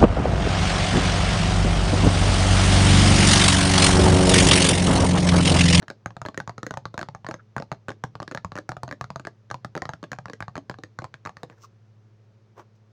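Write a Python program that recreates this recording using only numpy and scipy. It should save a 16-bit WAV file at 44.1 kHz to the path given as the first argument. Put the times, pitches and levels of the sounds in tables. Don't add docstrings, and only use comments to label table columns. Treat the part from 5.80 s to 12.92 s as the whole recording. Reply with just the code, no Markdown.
import sys
import numpy as np
from scipy import signal
from scipy.fft import rfft, irfft, next_fast_len
from scipy.io import wavfile
from scipy.ndimage import uniform_filter1d

SR = 44100
rng = np.random.default_rng(int(sys.argv[2]) if len(sys.argv) > 2 else 0)


def wav_out(sig):
    wavfile.write(sys.argv[1], SR, np.round(np.clip(np.atleast_2d(sig).T, -1, 1) * 32767).astype(np.int16))


N = 313992

USUAL_DB, USUAL_HZ, USUAL_GIVE_DB = -36, 1050, -12


def amp(db):
    return 10 ** (np.asarray(db) / 20)


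def unit(x):
    return x / np.sqrt(np.mean(x ** 2) + 1e-20)


def blow(x):
    return x / np.sqrt(np.sum(x ** 2) / (SR / 100) + 1e-20)


def along(points, hz):
    point_hz, value = np.transpose(points)
    return np.interp(np.log(hz + 1), np.log(point_hz + 1), value)


def band(x, lo_hz, hi_hz, order=1):
    b, a = signal.butter(order, [lo_hz, hi_hz], "band", fs=SR)
    return signal.lfilter(b, a, x)


def filtered(x, response):
    size = next_fast_len(N + SR // 4)
    hz = np.fft.rfftfreq(size, 1 / SR)
    return irfft(rfft(x, size) * response(hz), size)[:N]


def noise(spectrum):
    white = rng.standard_normal(N)
    return unit(filtered(white, lambda hz: amp(along(spectrum, hz))))


def click(db, size=512):
    cepstrum = irfft(np.log(amp(db(np.fft.rfftfreq(size, 1 / SR)))))
    cepstrum[1:size // 2] *= 2
    cepstrum[size // 2 + 1:] = 0
    return irfft(np.exp(rfft(cepstrum)))


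def fade(t, t60):
    return np.exp(-np.log(1000) * t / t60)


def ring(t, hz, t60):
    return np.sin(2 * np.pi * hz * t) * fade(t, t60)


def scatter(t, t60, delay):
    onset = np.clip(t / delay - 1, 0, 1)
    tail = rng.standard_normal(len(t)) * fade(t, t60) * onset
    return tail / (np.linalg.norm(tail) + 1e-12)


def add(track, s, sound):
    part = track[max(round(s * SR), 0):][:len(sound)]
    part += sound[:len(part)]


def background(noise_db=-65.5, waver_db=1.5):
    # (frequency [Hz], rms level before waver [dB])
    hum_partials = [(106.87, -57), (120.03, -63.5), (213.7, -70), (427.2, -77), (546.9, -80)]
    # (frequency [Hz], relative density [dB per Hz])
    room_spectrum = [(25, -14), (55, -6.5), (85, -2), (180, 3), (250, -8), (350, -1), (560, -7.5),
                     (850, -11), (1300, -13.5), (3200, -23), (6200, -25.5), (8500, -41.5), (13800, -53),
                     (15200, -46), (16500, -38)]
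    t = np.arange(N) / SR
    out = amp(noise_db) * noise(room_spectrum)
    for hz, db in hum_partials:
        waver = np.interp(t, np.linspace(0, t[-1], num=16), rng.standard_normal(size=16))
        sine = np.sqrt(2) * np.sin(2 * np.pi * (hz * t + rng.random()))
        out += amp(db + waver_db * waver) * sine
    return out


def room(x, count=24, delay_s=0.008):
    # (frequency [Hz], t60 [s])
    decay = [(150, 0.42), (500, 0.17), (1500, 0.095), (5000, 0.2), (12000, 0.016)]
    out = np.zeros(N)
    edges = np.linspace(0, N, count + 1).astype(int)
    for start, end in zip(edges, edges[1:]):
        hz, t, z = signal.stft(rng.standard_normal(SR // 4), SR, nperseg=256)
        t60_s = along(decay, hz)[:, None]
        tail = signal.istft(z * fade(t, t60_s), SR, nperseg=256)[1]
        tail /= np.linalg.norm(tail)
        add(out, start / SR + delay_s, signal.fftconvolve(x[start:end], tail))
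    return out


def rubs(grain_db=2.5):
    # (peak time [s], half length to 1/e [s], scuff level [dB], hiss level [dB])
    swells = [(0.033, 0.011, -49, -76), (5.602, 0.028, -61.5, -78), (5.719, 0.025, -57, -76),
              (5.79, 0.029, -64.5, -75), (5.838, 0.021, -63, -56.5), (6.796, 0.022, -44.5, -64.5),
              (6.96, 0.0084, -77, -75)]
    # (frequency [Hz], relative density [dB per Hz])
    scuff_spectrum = [(88, -45.5), (150, -15.5), (163, -43), (328, -2), (524, -1), (708, -8), (1030, -5),
                      (4000, -34.5), (5200, -45), (8800, -120)]
    # (frequency [Hz], relative density [dB per Hz])
    hiss_spectrum = [(1470, -37), (2500, -8), (3650, -12), (4180, -10), (6050, -2), (10400, -32),
                     (15200, -19), (16500, -34)]
    t = np.arange(N) / SR
    catches = unit(uniform_filter1d(rng.standard_normal(N), size=90))
    grain = unit(amp(grain_db * catches))
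    scuff, hiss = noise(scuff_spectrum), noise(hiss_spectrum)
    out = np.zeros(N)
    for s, half_s, scuff_db, hiss_db in swells:
        swell = np.exp(-((t - s) / half_s) ** 2)
        out += swell * (amp(scuff_db) * scuff + amp(hiss_db) * hiss)
    return grain * out


def squeaks(width=0.12):
    # (peak time [s], half length to 1/e [s], pitch [Hz], level [dB])
    slips = [(1.6, 0.0092, 1440, -50.5), (5.721, 0.019, 1700, -64.5), (5.782, 0.0056, 1570, -62),
             (5.846, 0.0096, 1175, -47)]
    out, t = np.zeros(N), np.arange(SR // 5) / SR
    middle_s = t[-1] / 2
    for s, half_s, hz, db in slips:
        friction = rng.standard_normal(len(t))
        tone = unit(band(friction, hz / (1 + width), hz * (1 + width), order=2))
        swell = np.exp(-((t - middle_s) / half_s) ** 2)
        add(out, s - middle_s, amp(db) * tone * swell)
    return out


def settling(t, db=-23, mean_delay_s=0.015, count=4):
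    slips = np.zeros(len(t))
    delays_s = 0.0039 + rng.exponential(mean_delay_s, count)
    for delay_s, size in zip(delays_s, rng.standard_normal(count)):
        add(slips, delay_s, np.array([amp(db) * size * fade(delay_s, 0.19)]))
    return slips


def papery_wash(t, t60=0.089, attack_s=0.0024):
    hiss = band(rng.standard_normal(len(t)), lo_hz=1480, hi_hz=5960, order=3)
    return blow(hiss * fade(t, t60) * (1 - np.exp(-t / attack_s)))


def air_thump(t, detune=0.098):
    # (frequency before detuning [Hz], relative level [dB], t60 [s])
    air_modes = [(125.3, 5, 0.14), (153.5, 5, 0.079), (186, -15, 0.037)]
    breath = np.zeros(len(t))
    for hz, db, t60 in air_modes:
        breath += amp(db) * ring(t, hz * np.exp(detune * rng.standard_normal()), t60)
    return -blow(band(breath, lo_hz=59.0, hi_hz=486, order=2))


def wall_flex(t, pitch_hz, ratio=1.335, partner_db=-6):
    main = ring(t, pitch_hz, t60=0.028)
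    flanks = ring(t, pitch_hz * ratio, t60=0.033) - ring(t, pitch_hz / ratio, t60=0.017)
    modes = main + amp(partner_db) * rng.standard_normal() * flanks
    return blow(band(modes, lo_hz=161, hi_hz=990))


def walls(t, spot_hz, detune=0.14, spread_db=2):
    # (frequency [Hz], relative level [dB], lean [dB per octave of spot pitch])
    wall_modes = [(282, -5.5, -2), (545, -6.5, 0)]
    octaves = np.log2(spot_hz / USUAL_HZ)
    out = np.zeros(len(t))
    for hz, db, lean in wall_modes:
        level_db = db + lean * octaves + spread_db * rng.standard_normal()
        pitch_hz = hz * np.exp(detune * rng.standard_normal())
        out += amp(level_db) * wall_flex(t, pitch_hz)
    return out


def nail_tick(t, tilt_db, grit=0.34, ripple_db=3.5, count=36):
    # (frequency [Hz], relative density [dB per Hz])
    nail_spectrum = [(1200, -11), (2300, 0), (3300, -6.5), (4200, -1.5), (5000, -6), (5900, -7),
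                     (6550, -2.5), (7600, -13), (8700, -19), (9400, -18.5), (13500, -32.5), (14900, -25),
                     (16500, -37)]
    ripple = ripple_db * rng.standard_normal(count)
    ripple_hz = np.linspace(0, SR / 2, count)

    def nail_db(hz):
        spot = np.interp(hz, ripple_hz, ripple)
        return along(nail_spectrum, hz) + spot + tilt_db * np.log2(1 + hz / 1500)

    nail = click(nail_db)
    skid = rng.standard_normal(len(t)) * fade(t, 0.0095)
    force = grit * band(skid, lo_hz=1110, hi_hz=6320, order=2)
    force[0] += 1
    return blow(signal.fftconvolve(force, nail)[:len(t)])


def lid_knock(t, pitch_hz, reach_octaves=0.38, spread_db=3.5, detune=0.078):
    # (frequency [Hz], relative level [dB], t60 [s])
    lid_modes = [(634, -17, 0.11), (784, -4, 0.019), (898, 1, 0.012), (1172, 2, 0.017), (1417, 3, 0.011),
                 (1663, 10.5, 0.019), (1920, 8, 0.015)]
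    hz, db, t60 = np.transpose(lid_modes)[:, :, None]
    hz = hz * np.exp(detune * rng.standard_normal(hz.shape))
    near = np.exp(-.5 * (np.log2(hz / pitch_hz) / reach_octaves) ** 2)
    strength = near * amp(db + spread_db * rng.standard_normal(hz.shape))
    modes = np.sum(strength * ring(t, hz, t60), axis=0)
    return blow(band(modes, lo_hz=665, hi_hz=2220))


def touch_db(law, strength_db, spot_hz, give_db):
    usual_db, per_db, per_octave, per_give = law
    harder = per_db * (strength_db - USUAL_DB)
    higher = per_octave * np.log2(spot_hz / USUAL_HZ)
    limper = per_give * (give_db - USUAL_GIVE_DB)
    return usual_db + harder + higher + limper


def taps(firm_db=-45, brighten=1.0, pad_lag_s=0.001, recover_s=0.021):
    # (time [s], strength [dB], struck spot pitch [Hz], wall give over the lid knock [dB])
    tap_list = [(0.022, -52, 1130, -8.5), (0.0274, -48.5, 1280, 4), (.082, -39.5, 1620, -15),
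                (0.1018, -36, 1560, 3), (0.111, -47, 900, 5), (.2599, -29.5, 1000, -8.5),
                (0.306, -46.5, 1010, -21), (.367, -39, 870, -11.5), (0.4167, -34, 890, -14),
                (.452, -34.5, 830, -7.5), (.4615, -35, 1480, 2), (.486, -36, 1020, -1),
                (0.5447, -44, 1660, -7), (.576, -30.5, 1390, 1.5), (.602, -30.5, 1110, -27),
                (0.6762, -34.5, 880, -11), (.6947, -34, 920, -11), (0.7806, -38, 1170, 0.5),
                (0.831, -33.5, 1170, -4.5), (.866, -34, 1770, 3), (0.9087, -32, 1090, -2),
                (.9397, -35.5, 1120, -27), (.9726, -30.5, 940, -12), (1.0548, -32, 1220, -8.5),
                (1.142, -39.5, 875, 2.5), (1.1782, -30, 1160, -11), (1.192, -35.5, 1360, 4.5),
                (1.2133, -34, 1530, 1), (1.2293, -32.5, 990, -7.5), (1.287, -37, 820, -23),
                (1.349, -37.5, 950, -23), (1.4462, -40, 980, -22), (1.4662, -34.5, 1190, -19),
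                (1.4876, -37, 1140, 7), (1.5116, -33.5, 1180, -6), (1.5413, -37, 1360, 3),
                (1.765, -28, 1000, -10), (1.781, -31.5, 1030, -17), (1.7999, -41, 1160, 7.5),
                (1.823, -37.5, 950, -3), (1.9171, -29, 930, -15), (1.9255, -39, 870, -3),
                (2.0839, -32.5, 1050, 0.5), (2.092, -34.5, 1480, -3), (2.104, -38, 940, 3),
                (2.1174, -44.5, 1530, -4), (2.2388, -28, 970, -9), (2.3537, -38.5, 910, -14),
                (2.4019, -33.5, 880, -15), (2.42, -45.5, 920, 12.5), (2.4285, -38, 1070, 1),
                (2.4783, -38.5, 1570, 1.5), (2.513, -38, 1480, 2), (2.5206, -43, 1470, 6),
                (2.5485, -31.5, 1200, -0.5), (2.5747, -32.5, 1150, -24), (2.647, -30, 870, -24),
                (2.7194, -38.5, 1070, -9.5), (2.7551, -38, 1040, 1), (2.7653, -40, 1280, -5),
                (2.7763, -34, 1140, -7), (2.7864, -35.5, 1530, 3.5), (2.8917, -29.5, 990, -5.5),
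                (2.9186, -33.5, 1000, -26), (2.9677, -36.5, 870, -28), (3.0331, -31, 895, -9),
                (3.0789, -40.5, 860, 1), (3.0897, -47.5, 1300, 6), (3.1122, -35, 1360, -2),
                (3.1256, -37, 1420, 4), (3.2114, -30, 1030, -14), (3.2422, -37, 1050, -16),
                (3.3035, -35, 870, -10), (3.3594, -32.5, 890, -7.5), (3.397, -41, 1100, 1.5),
                (3.4511, -40, 1500, -6), (3.4706, -34, 1490, 0.5), (3.7019, -44.5, 1510, -1),
                (3.7127, -29.5, 1030, -18.5), (3.7433, -33, 915, -11), (3.8474, -33, 1050, -4),
                (3.9523, -34, 1170, -2.5), (3.9651, -36.5, 825, 9.5), (3.9765, -34.5, 1210, -1),
                (4.0202, -32.5, 1510, 0.5), (4.0543, -35, 1150, -7.5), (4.092, -30, 950, -23),
                (4.1355, -37, 1130, -10), (4.229, -40, 1120, 1), (4.2396, -39.5, 1100, 2.5),
                (4.3176, -34, 1510, -1), (4.3312, -33.5, 1190, -5.5), (4.387, -36.5, 970, -37),
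                (4.457, -36.5, 1060, -28), (4.483, -47, 1180, 4.5), (4.4986, -40, 1060, 0),
                (4.5339, -41.5, 1720, 4.5), (4.6052, -34, 1170, -6), (4.625, -33.5, 1110, -28),
                (4.6813, -35.5, 920, -47), (4.7552, -35, 1010, -14), (4.7664, -40.5, 1200, -1.5),
                (4.7786, -38, 900, 6), (4.8972, -33, 1160, -1), (4.9126, -42.5, 1070, -8),
                (4.942, -44, 1160, -50), (4.9868, -47.5, 930, 4), (5.0364, -39, 1630, -3),
                (5.1888, -32.5, 1050, -12), (5.2204, -42, 836, 1), (5.2432, -35.5, 1100, -10),
                (5.2509, -45.5, 775, -2), (5.3414, -41, 1650, -8), (5.4521, -41, 1500, -1.5),
                (5.4605, -33, 1050, -30), (5.4721, -35.5, 1090, -8.5), (5.4934, -39.5, 1080, -39),
                (5.5693, -44, 1310, -15), (5.6328, -38, 1000, 5), (5.699, -51.5, 990, 0)]
    # (time [s], nail tilt before brightening [dB per octave])
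    nail_tilt = [(0, 1.8), (1.3, 0.5), (2, 0), (2.8, 2.3), (4.2, 1), (4.9, 3), (5.2, -1.5), (5.5, 4),
                 (5.63, 9.5)]
    # (reference tap level [dB], slope [dB per dB of strength],
    # slope [dB per octave of spot pitch], slope [dB per dB of wall give])
    thump_law = (-37.5, 0.9656, -6, 0)
    tick_law = (-47, 0.7331, 3, 0.095)
    out, t = np.zeros(N), np.arange(SR // 8) / SR
    pad_t = np.maximum(t - pad_lag_s, 0)
    pauses_s = np.diff([row[0] for row in tap_list], prepend=-1)
    for (s, strength_db, spot_hz, give_db), pause_s in zip(tap_list, pauses_s):
        recovered = 1 - np.exp(-pause_s / recover_s)
        thump_db = touch_db(thump_law, strength_db, spot_hz, give_db)
        thump = recovered * amp(thump_db) * air_thump(pad_t)
        wall = amp(strength_db + give_db) * walls(pad_t, spot_hz)
        lid = amp(strength_db) * lid_knock(t, spot_hz)
        tick_db = touch_db(tick_law, strength_db, spot_hz, give_db)
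        tilt_db = np.interp(s, *np.transpose(nail_tilt)) + brighten * (tick_db - firm_db)
        tick = amp(tick_db) * nail_tick(t, tilt_db)
        lingering = amp(-4.5) * band(lid + wall, lo_hz=248, hi_hz=890, order=2)
        inside = signal.fftconvolve(lingering, scatter(t, t60=0.049, delay=0.0015))[:len(t)]
        wash = amp(tick_db - 16.0) * papery_wash(t)
        slips = signal.fftconvolve(lid + tick, settling(t))[:len(t)]
        add(out, s, lid + wall + tick + inside + wash + slips + thump)
    return out


def scene():
    box = taps() + rubs() + squeaks()
    return (box + amp(-20) * room(box) + background())[None]


def record(dry, top_hz=16800):
    return np.array([filtered(channel, lambda hz: hz < top_hz) for channel in dry])


dry = scene()
out = record(dry)
wav_out(out)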